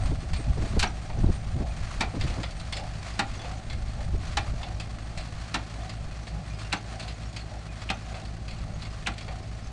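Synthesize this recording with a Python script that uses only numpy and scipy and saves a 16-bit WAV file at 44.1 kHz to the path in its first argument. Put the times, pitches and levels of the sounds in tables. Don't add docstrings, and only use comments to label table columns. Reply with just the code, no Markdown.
import sys
import numpy as np
from scipy import signal
from scipy.fft import rfft, irfft
from scipy.io import wavfile
from scipy.ndimage import uniform_filter1d

SR = 44100
rng = np.random.default_rng(int(sys.argv[2]) if len(sys.argv) > 2 else 0)


def dump_mix(stems):
    frames = np.atleast_2d(stems).T
    limited = np.clip(frames, -1, 1)
    pcm = np.round(limited * 32767).astype(np.int16)
    wavfile.write(sys.argv[1], SR, pcm)


N = 428652
TIME = np.arange(N) / SR
FREQUENCIES = np.fft.rfftfreq(N, 1 / SR)

# pitch in Hz, level in dB.
WHISTLE_TONES = [(8630, 0), (8320, -5), (8090, -16)]
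# peak time in seconds, level in dB, half length in seconds, pitch factor.
CHIRPS = [(0.06, -59, .06, 1.005), (0.215, -64, .03, .985), (0.39, -55, .045, .997), (0.65, -62, .08, .985),
          (1.0, -65, .06, .983), (1.35, -64, .06, 1.004), (2.58, -65, .04, 1.003), (5.15, -66.5, .15, .985)]
# time in seconds, level in dB.
BREEZE = [(0, -37.5), (2.3, -39), (3.0, -43), (4.3, -37.5), (5.0, -48.5), (6.7, -59), (7.8, -56),
          (8.7, -44.5), (9.72, -48)]

# peak time in seconds, level in dB, half length in seconds.
GUSTS = [(0.09, -24.5, 0.086), (0.33, -27, .04), (0.5, -22.5, 0.035), (0.62, -27, 0.03), (0.77, -23, 0.065),
         (1.26, -21, 0.07), (1.59, -28, 0.078), (2.0, -31.5, 0.037), (2.26, -28.5, 0.087),
         (3.75, -39.5, 0.085), (4.14, -30.5, 0.14), (4.52, -34, 0.072), (5.18, -38.5, 0.044),
         (5.36, -39, 0.045), (6.07, -37, 0.066)]
THUMPS = [(0.125, -30, 0.012), (0.24, -38, 0.013), (0.4, -36.5, 0.018), (0.58, -29, 0.011),
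          (0.64, -33, 0.047), (0.738, -30, 0.0076), (0.774, -23.5, 0.011), (1.19, -32.5, 0.02),
          (1.242, -19.5, 0.007), (1.275, -28.5, 0.013), (1.3, -24, 0.011), (1.57, -30.5, 0.016),
          (1.615, -30.5, 0.019), (2.148, -33, 0.01), (2.175, -29.5, 0.0094), (2.248, -30.5, 0.012),
          (2.3, -35.5, .02), (2.395, -31.5, 0.024), (4.146, -31, 0.012), (4.539, -34.5, 0.0079)]
BOOMS = [(5.25, -46, 0.055), (6.42, -40, 0.098), (8.35, -45.5, .07), (8.74, -42.5, .11)]
HAY_WADS = [(0.06, -47, 0.083), (0.66, -45.5, 0.045), (2.32, -48, 0.073), (2.78, -47.5, 0.048),
            (3.07, -50, 0.036), (4.265, -48.5, .04), (4.47, -47.5, 0.038), (6.61, -50, 0.034),
            (6.93, -45.5, .022), (7.04, -47, 0.038)]

# frequency in Hz, level in dB.
BUFFET_SPECTRUM = [(3, -20), (10, 1), (22, 2.5), (45, 2), (80, -1), (130, -8.5), (250, -21.5), (600, -66),
                   (3000, -120)]
THUMP_SPECTRUM = [(50, -18), (110, 4), (200, 3), (350, -4.5), (550, -12.5), (1000, -22), (2500, -48),
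                  (8000, -100)]
RUMBLE_SPECTRUM = [(20, -20), (45, -13), (70, -0.5), (105, -1), (132, -7.5), (155, 3.5), (188, -3),
                   (208, -2.5), (224, 3), (240, -4.5), (265, -5.5), (450, -11), (900, -43), (3000, -80)]
RATTLE_SPECTRUM = [(530, -27), (900, 0.5), (1040, 7), (1710, 4.5), (2130, 4), (2450, 3), (2970, -0.5),
                   (3270, 0), (3600, -1), (4450, 1.5), (5120, -3.5), (6820, -5), (8530, -10.5),
                   (10000, -16.5), (12300, -23.5), (22000, -60)]
MICROPHONE_TREBLE = [(10200, 0), (10600, -5.5), (11000, -12), (11700, -12), (12300, -20)]

# multiple of the firing or drive rate, level in dB.
EXHAUST_TONES = [(0.5, -26), (1, 0), (1.5, -23), (2, -2.5), (2.5, -24), (3, -12), (4, -20.5), (5, -28.5),
                 (6, -27)]
DRIVE_TONES = [(1, -12), (2, 1.5), (3, -4.5), (4, -5), (5, -10.5), (6, -13.5)]
# pitch in Hz, width in Hz, level in dB.
CHAMBER_RESONANCES = [(588, 170, -2), (670, 77, -1.5), (758, 56, 0), (839, 69, -4.5)]
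# start in seconds, pitch in Hz, level in dB, ring time in seconds.
METAL_TONES = [(0.873, 5890, -29, 0.035), (1.545, 7000, -41, .05), (1.705, 2450, -44, .11),
               (2.205, 2700, -31, .07), (2.43, 2080, -31, .1), (2.603, 4000, -44, 0.16),
               (2.74, 5100, -41, 0.28), (3.352, 6550, -40, .05), (3.393, 3400, -40, .13),
               (3.414, 6150, -39, .05), (3.698, 2130, -35, 0.11), (3.697, 3370, -41, 0.15),
               (3.698, 4220, -43, 0.12), (4.626, 3510, -39, .12), (6.11, 2480, -46, 0.18),
               (6.496, 2410, -46, .3), (6.64, 2756, -42, .13), (6.769, 6250, -36, .05),
               (7.254, 5512, -47, .12), (7.364, 4600, -33, 0.075), (7.405, 4300, -41, .12),
               (7.688, 2447, -43, 0.15), (7.94, 6170, -42, .05), (8.11, 6820, -43, .05),
               (8.484, 4450, -45, 0.18), (8.74, 6540, -42, .05)]

# frequency in Hz, level in dB, basic ring time in seconds.
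LINK_RING = [(500, -16, .14), (1600, -12, .14), (2150, -3, .16), (2450, -4, .14), (2750, -1, .15),
             (3050, -5, .13), (3400, 0, .16), (3750, -2, .13), (4400, 3.5, .16), (5050, -2, .12),
             (5900, -9, .11), (7300, -4, .11), (8500, -6.5, .1), (10000, -13, .08), (12200, -24, .06)]
FRAME_RING = [(149.9, 9.5, 0.28), (222, 10, 0.23), (337, 1.5, 0.26), (430, -2.5, 0.2), (560, -5, 0.2),
              (690, 2.5, 0.23), (790, 5, 0.2), (960, 1.5, 0.14), (1380, 1.5, 0.15), (1930, -2, 0.13),
              (2520, 1, 0.097), (3380, -7, 0.11), (4150, -0.5, 0.072), (4830, -9, 0.082),
              (7930, -17.5, 0.073), (9900, -25, 0.053), (12177, -31, 0.045)]
FRAME_TONES = [(786, -0.5, 0.17), (835.3, -1, 0.13), (928, -5.5, 0.11), (1400, -5, 0.085), (1786, -3, 0.06),
               (2350, -8, 0.097), (2740, 0, 0.051)]
# start in seconds, level in dB, brightness in dB per octave,
# ring time factor, rebound level in dB.
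CLANKS = [(0.3333,-27,-6,0.77,-5), (1.100,-29,-13.5,.5,-11), (2.2111,-24,-5.5,.5,-10),
          (2.2762,-30,-9,0.77,-6), (2.4324,-22.5,-8.5,0.59,-14), (2.509,-35,0,.4,-12),
          (2.5993,-33,-3,0.4,-21), (2.7253,-21.5,-5,0.55,-15), (2.7683,-25,-4,.6,-14),
          (3.339,-35.5,-5,0.9,-14), (3.417,-33,-9,.5,-14), (3.4464,-30,-10.5,.8,-11),
          (3.6994,-30.5,-7,.55,-4), (4.6317,-27.5,-9,0.53,-12), (4.7994,-26,-5,0.67,-19),
          (5.1753,-27.5,-5,0.78,-7), (5.895,-30,-5,0.6,-14), (6.2701,-33.5,-7.5,0.55,-16),
          (6.594,-34,-5,.7,-10), (6.9969,-28,-4.5,0.77,-6), (7.0808,-29.5,-5.5,0.72,-9),
          (7.3635,-27.5,-5,0.63,-9), (7.8177,-30.5,-8,0.54,-16), (8.1426,-30,-9.5,0.76,-8),
          (8.253,-37.5,-3,0.62,-16), (8.4813,-30.5,-5.5,0.5,-3), (8.8218,-31,-6.5,.7,-3),
          (9.181,-29.5,-5,0.44,-4), (9.282,-28.5,-13,.7,-7)]
# start in seconds, level in dB, band width in Hz.
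SCRAPES = [(0.822, -20, 2500), (2.005, -28, 3500), (3.192, -22, 3000), (5.539, -30, 3000),
           (6.7222, -16, 809), (7.8915, -16, 1000), (9.0625, -17, 1200)]
# knock time in seconds, level in dB, ring time factor, strong tones in dB,
# hay load in dB, wait until the groan in seconds, groan in dB, next forkful in dB.
STROKES = [(0.828, -12.5, 0.95, -4.5, -4, 0.3, -5, -21), (2.008, -13.5, 0.96, -3.5, 2, 0.3, -4.5, 0),
           (3.1926, -13.5, 0.84, 1, 0.5, 0.29, 0, -2.5), (4.371, -14.5, 0.89, -1, -1, .27, 0.5, -2),
           (5.543, -15, 0.98, -5.5, -2, 0.28, 0, -2), (6.727, -14, 0.84, -8.5, -3, 0.23, -0.5, -2.5),
           (7.901, -15, 0.75, -9, -0.5, .24, 1.5, 2.5), (9.070, -16.5, 0.8, -5, -3, 0.25, -0.5, -2)]


def amp(db):
    return 10 ** (np.asarray(db) / 20)


def unit(x):
    return x / np.sqrt(np.mean(x ** 2) + 1e-20)


def read(rows, hz):
    f, *columns = np.transpose(rows)
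    return [np.interp(np.log(hz + 1), np.log(f + 1), c) for c in columns]


def colour(x, spectrum):
    return unit(irfft(rfft(x) * amp(read(spectrum, FREQUENCIES)[0]), N))


def noise():
    return rng.standard_normal(N)


def drift(hz):
    return unit(irfft(rfft(noise()) / (1 + (FREQUENCIES / hz) ** 4), N))


def resonate(x, bands):
    gain = sum(amp(db) / (1 + ((FREQUENCIES - hz) / width * 2) ** 2) for hz, width, db in bands)
    return unit(irfft(rfft(x) * gain, N))


def steady(x, seconds):
    size = max(int(seconds * SR), 2)
    power = uniform_filter1d(uniform_filter1d(x ** 2, size), size)
    return x / np.sqrt(abs(power) + 1e-6)


def add(mix, s, sound):
    part = mix[max(round(s * SR), 0):][:len(sound)]
    part += sound[:len(part)]


def swells(rows):
    return sum(amp(db) * np.exp(-((TIME - s) / half) ** 2) for s, db, half, *_ in rows)


def strokes():
    s, *_, load_db, lag, groan_db, fork_db = np.transpose(STROKES)
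    period = np.mean(np.diff(s))
    knock_s = np.r_[s[0] - period, s, s[-1] + period]
    lag, *levels_db = [np.pad(column, 1, mode="edge") for column in (lag, load_db, groan_db, fork_db)]
    return knock_s, knock_s + lag, *levels_db


def each_stroke(times, levels_db, rise_s, fall_s):
    level = np.zeros(N)
    for s, db in zip(times, levels_db):
        t = TIME - s
        level += amp(db) * np.exp(-(t / np.where(t < 0, rise_s, fall_s)) ** 2)
    return level


def stroke_wave(top_s):
    knock_s = strokes()[0]
    turns = np.interp(TIME, knock_s, np.arange(len(knock_s)))
    strokes_per_s = np.gradient(turns) * SR
    return np.cos(2 * np.pi * (turns - top_s * strokes_per_s)), strokes_per_s


def crank(per_stroke, swing, fastest_s, wander=.006):
    wave, strokes_per_s = stroke_wave(fastest_s)
    speed = per_stroke * strokes_per_s * (1 + swing * wave + wander * drift(4.03))
    return np.cumsum(speed) / SR


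def ping(hz, t60, rise_s, scatter):
    t = np.arange(SR // 4) / SR
    wander = unit(uniform_filter1d(rng.standard_normal(len(t)), size=120))
    turns = np.cumsum(hz * (1 + scatter * wander)) / SR + rng.random()
    return np.sin(2 * np.pi * turns) * (1 - np.exp(-t / rise_s)) * amp(-60 * t / t60)


def strike(blows, body, rise_s, variety, uneven_db, gap_s, settle_db, count=440):
    t = np.arange(SR // 6) / SR
    edges = np.linspace(np.sqrt(body[0][0]), np.sqrt(body[-1][0]), count + 1) ** 2
    hz = edges[:-1] + np.diff(edges) * rng.random(count)
    db, t60 = read(body, hz)
    build_up = 1 - np.exp(-t / (rise_s * np.sqrt(2000 / hz))[:, None])
    tones = build_up * np.exp(np.outer(2j * np.pi * hz, t))
    fade = np.outer(-np.log(1000) / t60, t)
    phases = np.exp(2j * np.pi * rng.random(count))
    contacts = amp(settle_db * np.arange(4))
    contacts /= np.linalg.norm(contacts)
    out = np.zeros(N)
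    for s, level_db, tilt_db, length in blows:
        favoured = unit(uniform_filter1d(rng.standard_normal(count), size=10))
        real, imaginary = rng.standard_normal((2, len(contacts), count))
        spots = (phases + variety * (real + 1j * imaginary)) * amp(uneven_db * favoured)
        weights = spots * np.sqrt(np.diff(edges)) * amp(db + tilt_db * np.log2(hz / 2000))
        rings = (weights @ (tones * np.exp(fade / length))).real
        gaps = gap_s * (.5 + rng.random(len(contacts) - 1))
        for delay, force, ring in zip(np.r_[0, np.cumsum(gaps)], contacts, rings):
            add(out, s - .001 + delay, amp(level_db) * force * ring / np.std(ring[:SR // 100]))
    return out


def whistle(start_db=-66.5, fade_db_per_s=.9, flicker_db=4):
    level = np.hypot(amp(start_db - fade_db_per_s * TIME), swells(CHIRPS))
    chirp_s, *_, factors = np.transpose(CHIRPS)
    pitch = np.interp(TIME, chirp_s, factors) * (1 + .004 * drift(25))
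    tone = 0
    for hz, db in WHISTLE_TONES:
        turns = np.cumsum(hz * pitch * (1 + .003 * drift(150))) / SR
        tone += amp(db + flicker_db * drift(18)) * np.sin(2 * np.pi * turns)
    return level * unit(tone)


def wind(buffet_db=2, lumpy_db=2.5):
    breeze = amp(np.interp(TIME, *np.transpose(BREEZE)) + lumpy_db * drift(6.1))
    force = np.hypot(breeze, swells(GUSTS))
    lumps = steady(colour(noise(), BUFFET_SPECTRUM), .16) * force
    flutter = steady(colour(noise(), THUMP_SPECTRUM), .02)
    return amp(buffet_db) * lumps + swells(THUMPS) * flutter


def field_echo(x, echo_db=-19, t60=.19):
    t = np.arange(SR // 2) / SR
    dull_noise = signal.lfilter([1], [1, -.6], rng.standard_normal(len(t)))
    tail = dull_noise * amp(-60 * t / t60) * (t > .02)
    return x + amp(echo_db) * signal.oaconvolve(x, tail / np.linalg.norm(tail))[:N]


def hum(turns, tones, wavers):
    return sum(amp(db) * waver * np.cos(2 * np.pi * (k * turns + rng.random()))
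               for (k, db), waver in zip(tones, wavers))


def tractor(firings, exhaust_db=-38.5, rumble_db=-48.5, chug=.38, surge_db=.7, labour_db=.91):
    strength = (1 + .16 * drift(18)) * amp(surge_db * drift(3.2))
    wavers = [amp(.6 * k * drift(4)) for k, _ in EXHAUST_TONES]
    exhaust = unit(strength * hum(firings, EXHAUST_TONES, wavers))
    throb = 1 + chug * np.cos(np.pi * firings)
    labour = labour_db * stroke_wave(top_s=.24)[0]
    rumble = steady(colour(noise() * throb, RUMBLE_SPECTRUM), .13)
    booms = swells(BOOMS) * steady(resonate(noise(), [(162, 34, 0)]), .066)
    return amp(exhaust_db) * exhaust + amp(rumble_db + labour) * rumble + booms


def drive(turns, level_db=-41.5):
    wavers = [1 + .15 * drift(8) for _ in DRIVE_TONES]
    return amp(level_db) * unit(hum(turns, DRIVE_TONES, wavers))


def chamber(shake, idle_db=-49.5, packing_db=-43, rubbing_db=-43.5):
    knock_s, groan_s, load_db, groan_db, _ = strokes()
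    packing = each_stroke(knock_s - .36, packing_db + load_db, rise_s=.05, fall_s=.06)
    load = np.hypot(amp(idle_db), packing + amp(1) * swells(HAY_WADS))
    drone = steady(resonate(noise() * shake, CHAMBER_RESONANCES), .1)
    rubbing = each_stroke(groan_s, rubbing_db + groan_db, rise_s=.07, fall_s=.11)
    groan = steady(resonate(noise(), [(657, 130, -4.5), (754, 87, 1)]), .062)
    return load * drone + rubbing * groan


def pick_up(shake, ticks_per_s=200, tick_kinds=8, feed_db=-47.5, sweep_db=-46, refill_db=-48):
    knock_s, groan_s, load_db, _, fork_db = strokes()
    t = np.arange(SR // 25) / SR
    ticks = np.zeros(N)
    for _ in range(tick_kinds):
        size_db = 3 * np.minimum(rng.exponential(1, N), 4)
        taps = (rng.random(N) < ticks_per_s / tick_kinds / SR) * amp(size_db)
        tick = rng.standard_normal(len(t)) * amp(-60 * t / .044)
        ticks += signal.oaconvolve(taps, tick)[:N]
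    hay = noise() * shake * amp(1.2 * drift(35))
    sweep = each_stroke(knock_s - .09, sweep_db + load_db, rise_s=.113, fall_s=.1138)
    refill = each_stroke(groan_s, refill_db + fork_db, rise_s=.1455, fall_s=.09)
    feed = np.hypot(amp(feed_db + .62 * drift(7.3)), sweep + refill + swells(HAY_WADS))
    return feed * (amp(-4) * colour(ticks, RATTLE_SPECTRUM) + amp(-2.5) * colour(hay, RATTLE_SPECTRUM))


def metal_tones(tines_db=-47.5, chinks=110):
    out = np.zeros(N)
    for s, hz, db, t60 in METAL_TONES:
        add(out, s, amp(db) * ping(hz, t60, rise_s=.004, scatter=.014))
    for when, pitch, force in rng.random((chinks, 3)):
        hz = 2700 + 4400 * np.sqrt(pitch)
        db = tines_db + 8 * (force - .5) - 5 * np.log2(hz / 5000)
        add(out, when * N / SR, amp(db) * ping(hz, t60=.04, rise_s=.002, scatter=.012))
    roughness = 1 + .35 * drift(130)
    return out * roughness


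def linkages(gain_db=-10, rebound_s=.029, jostles=12):
    blows = []
    for s, db, tilt, ring, rebound_db in CLANKS:
        blows += [(s, db, tilt, ring), (s + rebound_s, db + rebound_db, tilt, ring)]
    blows += [(when * N / SR, -40, -8 * dull, .7) for when, dull in rng.random((jostles, 2))]
    clanks = strike(blows, LINK_RING, rise_s=.0008, variety=1.2, uneven_db=2.2, gap_s=.005, settle_db=-6)
    return amp(gain_db) * clanks


def ram(knock_db=-10, clang_db=-10.5, scrape_db=-9.5, scrape_hz=2600, bright_db_per_octave=2):
    scrape, clang = np.zeros((2, N))
    t = np.arange(SR // 10) / SR
    fade = (1 - np.exp(-t / .002)) * amp(-60 * t / .06)
    for s, db, width in SCRAPES:
        grit = resonate(noise(), [(scrape_hz, width, 0)])[:len(t)]
        add(scrape, s - .001, amp(db) * fade * grit)
    for s, stroke_db, _, tones_db, *_ in STROKES:
        for hz, db, t60 in FRAME_TONES:
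            shift = 1 + rng.uniform(-.022, .022)
            tone = ping(hz * shift, t60, rise_s=.0052, scatter=.009)
            add(clang, s, amp(stroke_db + tones_db + db) * tone)
    blows = [(s, db, bright_db_per_octave, ring) for s, db, ring, *_ in STROKES]
    blows.append((.7935, -16, 7, 1.5))
    knocks = strike(blows, FRAME_RING, rise_s=.0015, variety=1.5, uneven_db=1.3,
                    gap_s=.004, settle_db=-12, count=640)
    return amp(knock_db) * knocks + amp(clang_db) * clang + amp(scrape_db) * scrape


def scene(distance_m=15, away_m_per_s=.74):
    firings = crank(per_stroke=62.35, swing=.0077, fastest_s=.495)
    engine = tractor(firings)
    drive_hum = drive(crank(per_stroke=34.5, swing=.022, fastest_s=.642))
    shake = 1 + .12 * np.cos(2 * np.pi * firings) + .044 * np.cos(np.pi * firings)
    nearness = distance_m / (distance_m + away_m_per_s * TIME)
    hay = (chamber(shake) + pick_up(shake)) * nearness
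    steel = field_echo(ram() + linkages() + metal_tones())
    return (engine + drive_hum + hay + steel + wind() + whistle())[None]


def record(dry, cutoff_hz=12300):
    dulled = irfft(rfft(dry) * amp(read(MICROPHONE_TREBLE, FREQUENCIES)[0]), N)
    low_pass = signal.firwin(401, cutoff_hz, window=("kaiser", 9), fs=SR)
    return signal.oaconvolve(dulled, low_pass[None], "same")


dry = scene()
out = record(dry)
dump_mix(out)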